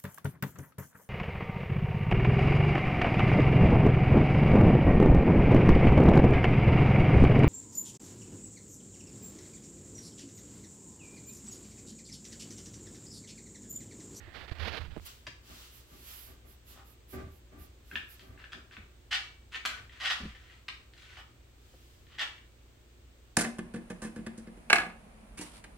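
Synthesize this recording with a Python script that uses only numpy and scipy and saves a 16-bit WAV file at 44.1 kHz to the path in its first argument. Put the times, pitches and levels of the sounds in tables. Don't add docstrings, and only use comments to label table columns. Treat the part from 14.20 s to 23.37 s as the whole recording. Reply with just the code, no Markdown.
import sys
import numpy as np
from scipy import signal
from scipy.fft import rfft, irfft, next_fast_len
from scipy.io import wavfile
from scipy.ndimage import map_coordinates

SR = 44100
rng = np.random.default_rng(int(sys.argv[2]) if len(sys.argv) > 2 else 0)


def wav_out(sig):
    wavfile.write(sys.argv[1], SR, np.round(np.clip(np.atleast_2d(sig).T, -1, 1) * 32767).astype(np.int16))


N = 404260


def amp(db):
    return 10 ** (np.asarray(db) / 20)


def unit(x):
    return x / np.sqrt(np.mean(x ** 2) + 1e-20)


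def along(points, hz):
    f, value = np.transpose(points)
    return np.interp(np.log(hz + 1), np.log(f + 1), value)


def wobble(rate, size=N):
    knots = rng.standard_normal(int(size * rate / SR) + 4)
    return map_coordinates(knots, [np.arange(size) * rate / SR])


def filtered(x, response):
    size = next_fast_len(x.shape[-1] + 8192)
    return irfft(rfft(x, size) * response(np.fft.rfftfreq(size, 1 / SR)), size)[..., :x.shape[-1]]


def coloured(x, spectrum, tilt_db):
    return unit(filtered(x, lambda hz: amp(along(spectrum, hz) + tilt_db * np.log2(1 + hz / 1000))))


def noise(spectrum, shape=N, tilt_db=0):
    return coloured(rng.standard_normal(shape), spectrum, tilt_db)


def add(track, start, sound):
    part = track[max(round(start * SR), 0):][:len(sound)]
    part += sound[:len(part)]


def stroke(length, taper):
    return signal.windows.tukey(int(length * SR), np.clip(taper, 0, 1))


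def strokes(rows, taper):
    out = np.zeros(N)
    for start, length, db in rows:
        add(out, start, amp(db) * stroke(length, taper))
    return out


def linger(gain, seconds):
    keep = np.exp(-1 / (seconds * SR))
    return np.sqrt(signal.lfilter([1 - keep], [1, -keep], gain ** 2))


def ports(pair):
    # f/Hz, correlation
    coherence = [(60, 0.88), (250, 0.9), (700, 0.12), (1500, 0)]
    angle = lambda hz: np.arccos(np.clip(along(coherence, hz), -1, 1)) / 2
    mid, side = filtered(pair, lambda hz: np.array([np.cos(angle(hz)), np.sin(angle(hz))]))
    return np.array([mid + side, mid - side])


def background(hiss_db=-59.5):
    # f/Hz, level/dB
    hiss_spectrum = [(20, -20), (42, -8.5), (65, -5.5), (90, -7.5), (130, -20), (160, -23), (330, -20),
                     (500, -23), (820, -30), (3400, -31.5), (5500, -38), (8300, -35.5), (9800, -51),
                     (15800, -39.5)]
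    # f/Hz, rms level/dB
    harmonics = [(59.8, -60), (119.8, -69.5), (240, -82), (359, -78)]
    t = np.arange(N) / SR
    hum = sum(amp(db) * np.sqrt(2) * np.sin(2 * np.pi * hz * t + 0.77 * wobble(1.8))
              for hz, db in harmonics)
    return amp(hiss_db) * unit(ports(noise(hiss_spectrum, (2, N)))) + hum


def finger():
    # t/s, duration/s, rasp level/dB, rumble level/dB
    drags = [(0, 0.086, -64, -45.5), (0.125, 0.098, -43, -47.5), (0.201, 0.068, -46.5, -55),
             (0.274, 0.032, -44.5, -50), (0.308, 0.028, -42, -41), (0.342, 0.058, -50, -43),
             (.385, 0.0047, -41, -50), (0.387, 0.06, -37.5, -36.5), (.435, 0.088, -35, -40),
             (.505, 0.096, -35, -42), (0.577, 0.109, -46, -37), (0.658, 0.16, -54, -42)]
    # f/Hz, level/dB
    rasp_spectrum = [(71, -14), (120, -10), (166, -6), (407, -5.5), (432, -5), (975, -8), (1490, -5),
                     (2980, -8), (4480, -13), (8950, -47), (11000, -34.5), (15500, -43.5)]
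    # f/Hz, level/dB
    squeak_spectrum = [(300, -10.5), (1500, -10), (1850, -0.5), (2200, -9.5), (4500, -20), (9000, -64)]
    # f/Hz, level/dB
    rumble_spectrum = [(20, -18), (45, -16), (75, -3), (120, -18.5), (300, -41), (1000, -86)]
    # t/s, level/dB, f/Hz
    bumps = [(.317, -34.5, 69), (.765, -32, 330), (.770, -27.5, 231), (.778, -24, 51.6), (.798, -34, 1100)]
    start, length, rasp_db, rumble_db = np.transpose(drags)
    roughness = unit(amp(1.9 * wobble(70.06) + 0.92 * wobble(500)))
    skin = strokes(zip(start, length, rasp_db), taper=0.55) * roughness * noise(rasp_spectrum)
    squeak = stroke(length=0.55, taper=0.012)
    add(skin, 0, amp(-52.5) * squeak * noise(squeak_spectrum, len(squeak)))
    push = strokes(zip(start, length, rumble_db), taper=0.24)
    rumble = linger(push, seconds=0.015) * noise(rumble_spectrum)
    return skin + rumble + knocks(bumps, cycles=2.2, attack_s=0.00013, puff_db=4.5)


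def knocks(rows, cycles, attack_s, puff_db):
    out, t = np.zeros(N), np.arange(SR // 3) / SR
    for start, db, hz in rows:
        puff = noise([(hz / 2, -6), (hz, 0), (hz * 2, -11), (hz * 8, -36), (hz * 20, -70)], len(t))
        envelope = amp(-60 * t * hz / cycles) * (1 - np.exp(-t / attack_s))
        add(out, start, amp(db) * envelope * (np.sin(2 * np.pi * hz * t) + amp(puff_db) * puff))
    return out


def thuds():
    # t/s, level/dB, f/Hz
    blows = [(.075, -40, 345), (1.07, -46, 135), (1.071, -46.5, 290), (1.071, -39.5, 620),
             (1.073, -34.5, 1070), (2.985, -42, 77), (3.037, -38, 78.5), (3.4, -46, 74), (4.09, -45.5, 98),
             (4.575, -47, 212), (4.6, -46.5, 87.6), (5.6, -45, 76.4), (6.002, -35, 245), (6.014, -36, 61.9),
             (6.028, -35, 171), (6.045, -34, 215), (7.535, -44, 505)]
    return knocks(blows, cycles=26.2, attack_s=0.007, puff_db=-6)


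def sleeve(direct_share=0.24):
    # t/s, duration/s, hiss level/dB, rustle level/dB
    swishes = [(.77, 0.13, -87, -57), (0.844, 0.043, -44, -46.5), (0.887, 0.21, -79, -70),
               (1.18, 0.36, -64, -52.5), (1.486, .15, -54.5, -58.5), (1.608, 0.35, -59.5, -59),
               (1.774, 0.41, -47.5, -59), (1.836, 0.12, -60, -56), (2.233, .15, -57, -70),
               (2.436, .14, -54, -56.5), (2.623, 0.15, -58, -70), (2.869, .12, -49, -59.5),
               (3.07, 0.16, -63.5, -83), (3.367, 0.12, -54, -64.5), (3.608, 0.23, -63, -62),
               (3.867, .11, -51.5, -60), (3.924, 0.25, -68.5, -76), (7.25, 0.68, -86, -66)]
    # f/Hz, level/dB
    hiss_spectrum = [(500, -8), (2500, -4.5), (5000, -6), (7500, -10), (9800, -7), (11500, 7.5), (14000, 1),
                     (16000, -4)]
    # f/Hz, level/dB
    rustle_spectrum = [(300, -17), (1300, 3.5), (2200, 0.5), (3000, 5.5), (4200, 3), (7500, -1.5),
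                       (10000, -7), (15000, -3.5)]
    start, length, hiss_db, rustle_db = np.transpose(swishes)
    hiss = strokes(zip(start, length, hiss_db), taper=0.95) * from_right(noise(hiss_spectrum))
    direct = np.sqrt(direct_share) * from_right(noise(rustle_spectrum))
    diffuse = np.sqrt(1 - direct_share) * noise(rustle_spectrum, (2, N))
    folds = linger(strokes(zip(start, length, rustle_db), taper=0.76), seconds=0.032)
    return hiss * amp([[-10], [0]]) + folds * (direct + diffuse)


def from_right(x, lag_s=0.000395):
    return np.array([filtered(x, lambda hz: np.exp(-2j * np.pi * hz * lag_s)), x])


def pad(length, tilt_db):
    # f/Hz, level/dB
    spectrum = [(300, -21), (900, -10.5), (1350, 0), (1900, 1.5), (3200, -0.5), (5000, -11), (8000, -20.5),
                (15000, -39.5)]
    swell = stroke(length, taper=0.72)
    grain = amp(3.5 * wobble(524, len(swell)))
    return swell * unit(grain * noise(spectrum, len(swell), tilt_db))


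def claw(hz, hard_db):
    # frequency ratio, level/dB, T60/s at hard_db = 0
    modes = [(1.002, 0, 0.0093), (1.3, 0, 0.0037), (1.6, 7, 0.0037), (2.1, -4, 0.0047), (2.8, -32, 0.0032)]
    # f/Hz, level/dB
    crack_spectrum = [(200, -24), (900, -8), (1500, 3), (4500, 7), (8000, -19), (15000, -26)]
    t = np.arange(SR // 20) / SR
    damping = amp(hard_db)
    ring = 0
    for ratio, db, t60 in modes:
        strength_db = db + hard_db * np.log2(ratio) + rng.standard_normal()
        envelope = amp(strength_db - 60 * damping * t / t60)
        ring += envelope * np.sin(2 * np.pi * (hz * ratio * t + rng.random()))
    crack = noise(crack_spectrum, len(t)) * amp(-60 * t / 0.0045)
    tick = (ring + amp(2 * hard_db - 12) * crack) * (1 - np.exp(-t / 0.00065))
    return tick / np.abs(tick).max()


def paws(pad_lead_s=0.003, toe_gap_s=0.0027, toe_loss_db=8):
    # t/s, claw level/dB, f/Hz, hardness/(dB per octave), slide duration/s, pad level/dB
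    steps = [(1.068, -34, 2966, -3, 0.014, -40), (3.713, -37, 1610, -13.5, 0.042, -56),
             (3.7558, -20, 1698, -2, 0.021, -47), (3.774, -46, 1730, 6, 0.015, -58),
             (3.995, -40, 2220, 13, 0.046, -62), (4.176, -47.5, 1646, -13, 0.069, -58),
             (4.241, -37.5, 1670, -6, 0.019, -57), (4.332, -32, 1660, 4.5, 0.0094, -56),
             (4.511, -45, 1650, -4, 0.057, -56.5), (4.568, -32.5, 1510, 3, 0.012, -60),
             (5.3453, -28.5, 1820, -3.5, .035, -42.5), (5.3537, -28.5, 1780, 3.5, 0.0092, -52),
             (5.452, -19, 1450, 4, 0.016, -36.5), (5.457, -25, 1530, 18, 0.012, -33),
             (5.461, -23.5, 1620, -1.5, 0.078, -47.5), (5.535, -39, 1483, -15, 0.078, -55),
             (5.695, -44, 1930, -3, 0.13, -59.5), (6.149, -44.5, 1860, -4, 0.028, -59),
             (6.298, -46.5, 1890, -12, 0.046, -64.5),          (6.483, -29.5, 2530, 0, 0.011, -38),
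             (6.736, -44.5, 1840, 6, 0.18, -60), (6.97, -40, 1310, 2.5, .01, -64),
             (7.868, -48.5, 1830, 4, .01, -70), (8.181, -45, 1810, 3, 0.012, -64)]
    # t/s, duration/s, level/dB
    scuffs = [(4.316, 0.021, -49), (5.313, 0.046, -48), (5.986, 0.16, -57), (6.092, 0.36, -65),
              (6.858, 0.14, -58.5)]
    out = np.zeros(N)
    for start, db, hz, hard_db, slide_s, pad_db in steps:
        add(out, start - pad_lead_s, amp(pad_db) * pad(slide_s, tilt_db=0.32 * hard_db))
        add(out, start, amp(db) * claw(hz, hard_db))
        add(out, start + toe_gap_s, amp(db - toe_loss_db) * claw(hz, hard_db))
    for start, length, db in scuffs:
        add(out, start, amp(db) * pad(length, tilt_db=0.4))
    return out


def bathroom(x, wet_db, early_db, ring_db):
    # f/Hz, T60/s
    decay_times = [(100, 0.9), (500, 0.52), (2000, 0.38), (5000, 0.39), (12000, 0.4)]
    # f/Hz, level/dB, T60/s
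    panels = [(791.5, 3, 0.29), (1150, -5, 0.38), (1308, -11, 0.34), (1536, -11.5, 0.3), (1640, 0.5, 0.11),
              (1800, -13, 0.064), (1894, 3, 0.24), (2280, 2, 0.55), (2360, -32, 0.45), (3020, -6, 0.48),
              (3336, -1.5, 0.2), (4910, 7, 0.25)]
    hz, frame_s, bands = signal.stft(rng.standard_normal((2, SR // 2)), SR, nperseg=256)
    decay = amp(-60 * frame_s / along(decay_times, hz)[:, None])
    _, tail = signal.istft(bands * decay, SR, nperseg=256)
    t = np.arange(tail.shape[1]) / SR
    tail = ports(tail * (1 - np.exp(-t / 0.0017)))
    ring = sum(amp(db - 60 * t / t60) * np.sin(2 * np.pi * f * t + rng.normal(0, 0.58, (2, 1)))
               for f, db, t60 in panels)
    tail /= np.linalg.norm(tail[0])
    ring /= np.linalg.norm(ring[0])
    response = amp(wet_db) * (tail + amp(ring_db) * ring)
    for side in response:
        early_s = rng.uniform(0.002, 0.021, size=6)
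        side[(early_s * SR).astype(int)] += amp(early_db)
    response[:, 0] += 1
    return signal.fftconvolve(x[None], response, axes=1)[:, :N]


def grip(attack_s=0.02, fall_db_per_s=155):
    # t/s, duration/s, level/dB
    shifts = [(1.28, 0.041, -54), (1.702, 0.047, -56.5), (2.065, 0.043, -54.5), (2.238, 0.029, -60),
              (2.491, 0.047, -59), (2.921, 0.085, -42), (3.31, 0.097, -53), (3.712, 0.048, -51.5),
              (4.014, 0.14, -56.5), (4.331, 0.056, -55.5), (4.56, 0.047, -59)]
    # f/Hz, bandwidth/Hz, level/dB
    modes = [(74.4, 6.5, 10.5), (183, 15, -2), (239, 9.9, 1.5), (296, 22, -1), (383, 9.4, 4),
             (637, 150, -11), (822, 86, -13), (1177, 40, -6.5), (1555, 77, -12), (2070, 540, -20)]
    t = np.arange(N) / SR
    effort = np.zeros(N)
    for start, length, db in shifts:
        rise = np.clip((t - start) / attack_s, 0, 1)
        effort += rise * amp(db - fall_db_per_s * np.maximum(t - start - length, 0))

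    def body(hz):
        return sum((-1) ** k * amp(db) * 1j * hz * width / (centre ** 2 - hz ** 2 + 1j * hz * width)
                   for k, (centre, width, db) in enumerate(modes))

    return effort * unit(filtered(ports(rng.standard_normal((2, N))), body))


def snuffles(pops_per_s=280, pops_db=-7):
    # t/s, duration/s, level/dB, hollow tone level/dB re the hiss
    puffs = [(2.551, 0.066, -70.5, 6.5), (4.906, 0.059, -35.5, -16.5), (5.794, 0.064, -43, -11),
             (5.841, 0.044, -35.5, -17), (5.896, 0.032, -35, -13.5), (5.94, 0.066, -56.5, -4.5),
             (6.966, 0.046, -57, -1.5), (7.878, 0.11, -66.5, -10.5), (7.978, 0.052, -40, -14.5),
             (8.004, 0.034, -44.5, -6.5)]
    # f/Hz, level/dB
    nose_spectrum = [(300, -54), (520, -39), (780, -19), (980, -21.5), (1150, -8.5), (1530, -3.5),
                     (1900, 2), (2300, -4.5), (2900, 1), (3700, -5), (4400, -9.5), (4900, -11),
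                     (6700, -19.5), (15500, -46.5)]
    # f/Hz, level/dB
    hollow_spectrum = [(300, -19), (600, -5), (780, 1), (1000, 1), (1150, 5.5), (1600, -5), (3000, -29)]
    out = np.zeros(N)
    for start, length, db, hollow_db in puffs:
        swell = stroke(length, taper=0.41)
        size = len(swell)
        pops = rng.standard_normal(size) * (rng.random(size) < pops_per_s / SR)
        crackle = amp(pops_db) * coloured(pops, nose_spectrum, tilt_db=1.5)
        hiss = noise(nose_spectrum, size)
        hollow = amp(hollow_db) * noise(hollow_spectrum, size)
        flutter_db = 2.13 * wobble(240, size)
        add(out, start, amp(db + flutter_db) * swell * (hiss + hollow + crackle))
    return out


def scene():
    feet = bathroom(paws(), wet_db=1.7, early_db=-14.5, ring_db=-21)
    nose = bathroom(snuffles(), wet_db=3, early_db=-9.5, ring_db=-15)
    puppy = (feet + nose) * amp([[0.7], [-0.3]])
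    return puppy + thuds() + finger() * amp([[-21], [0]]) + sleeve() + grip() + background()


def record(dry, top_hz=15850):
    return filtered(dry, lambda hz: hz < top_hz)


dry = scene()
out = record(dry)
wav_out(out)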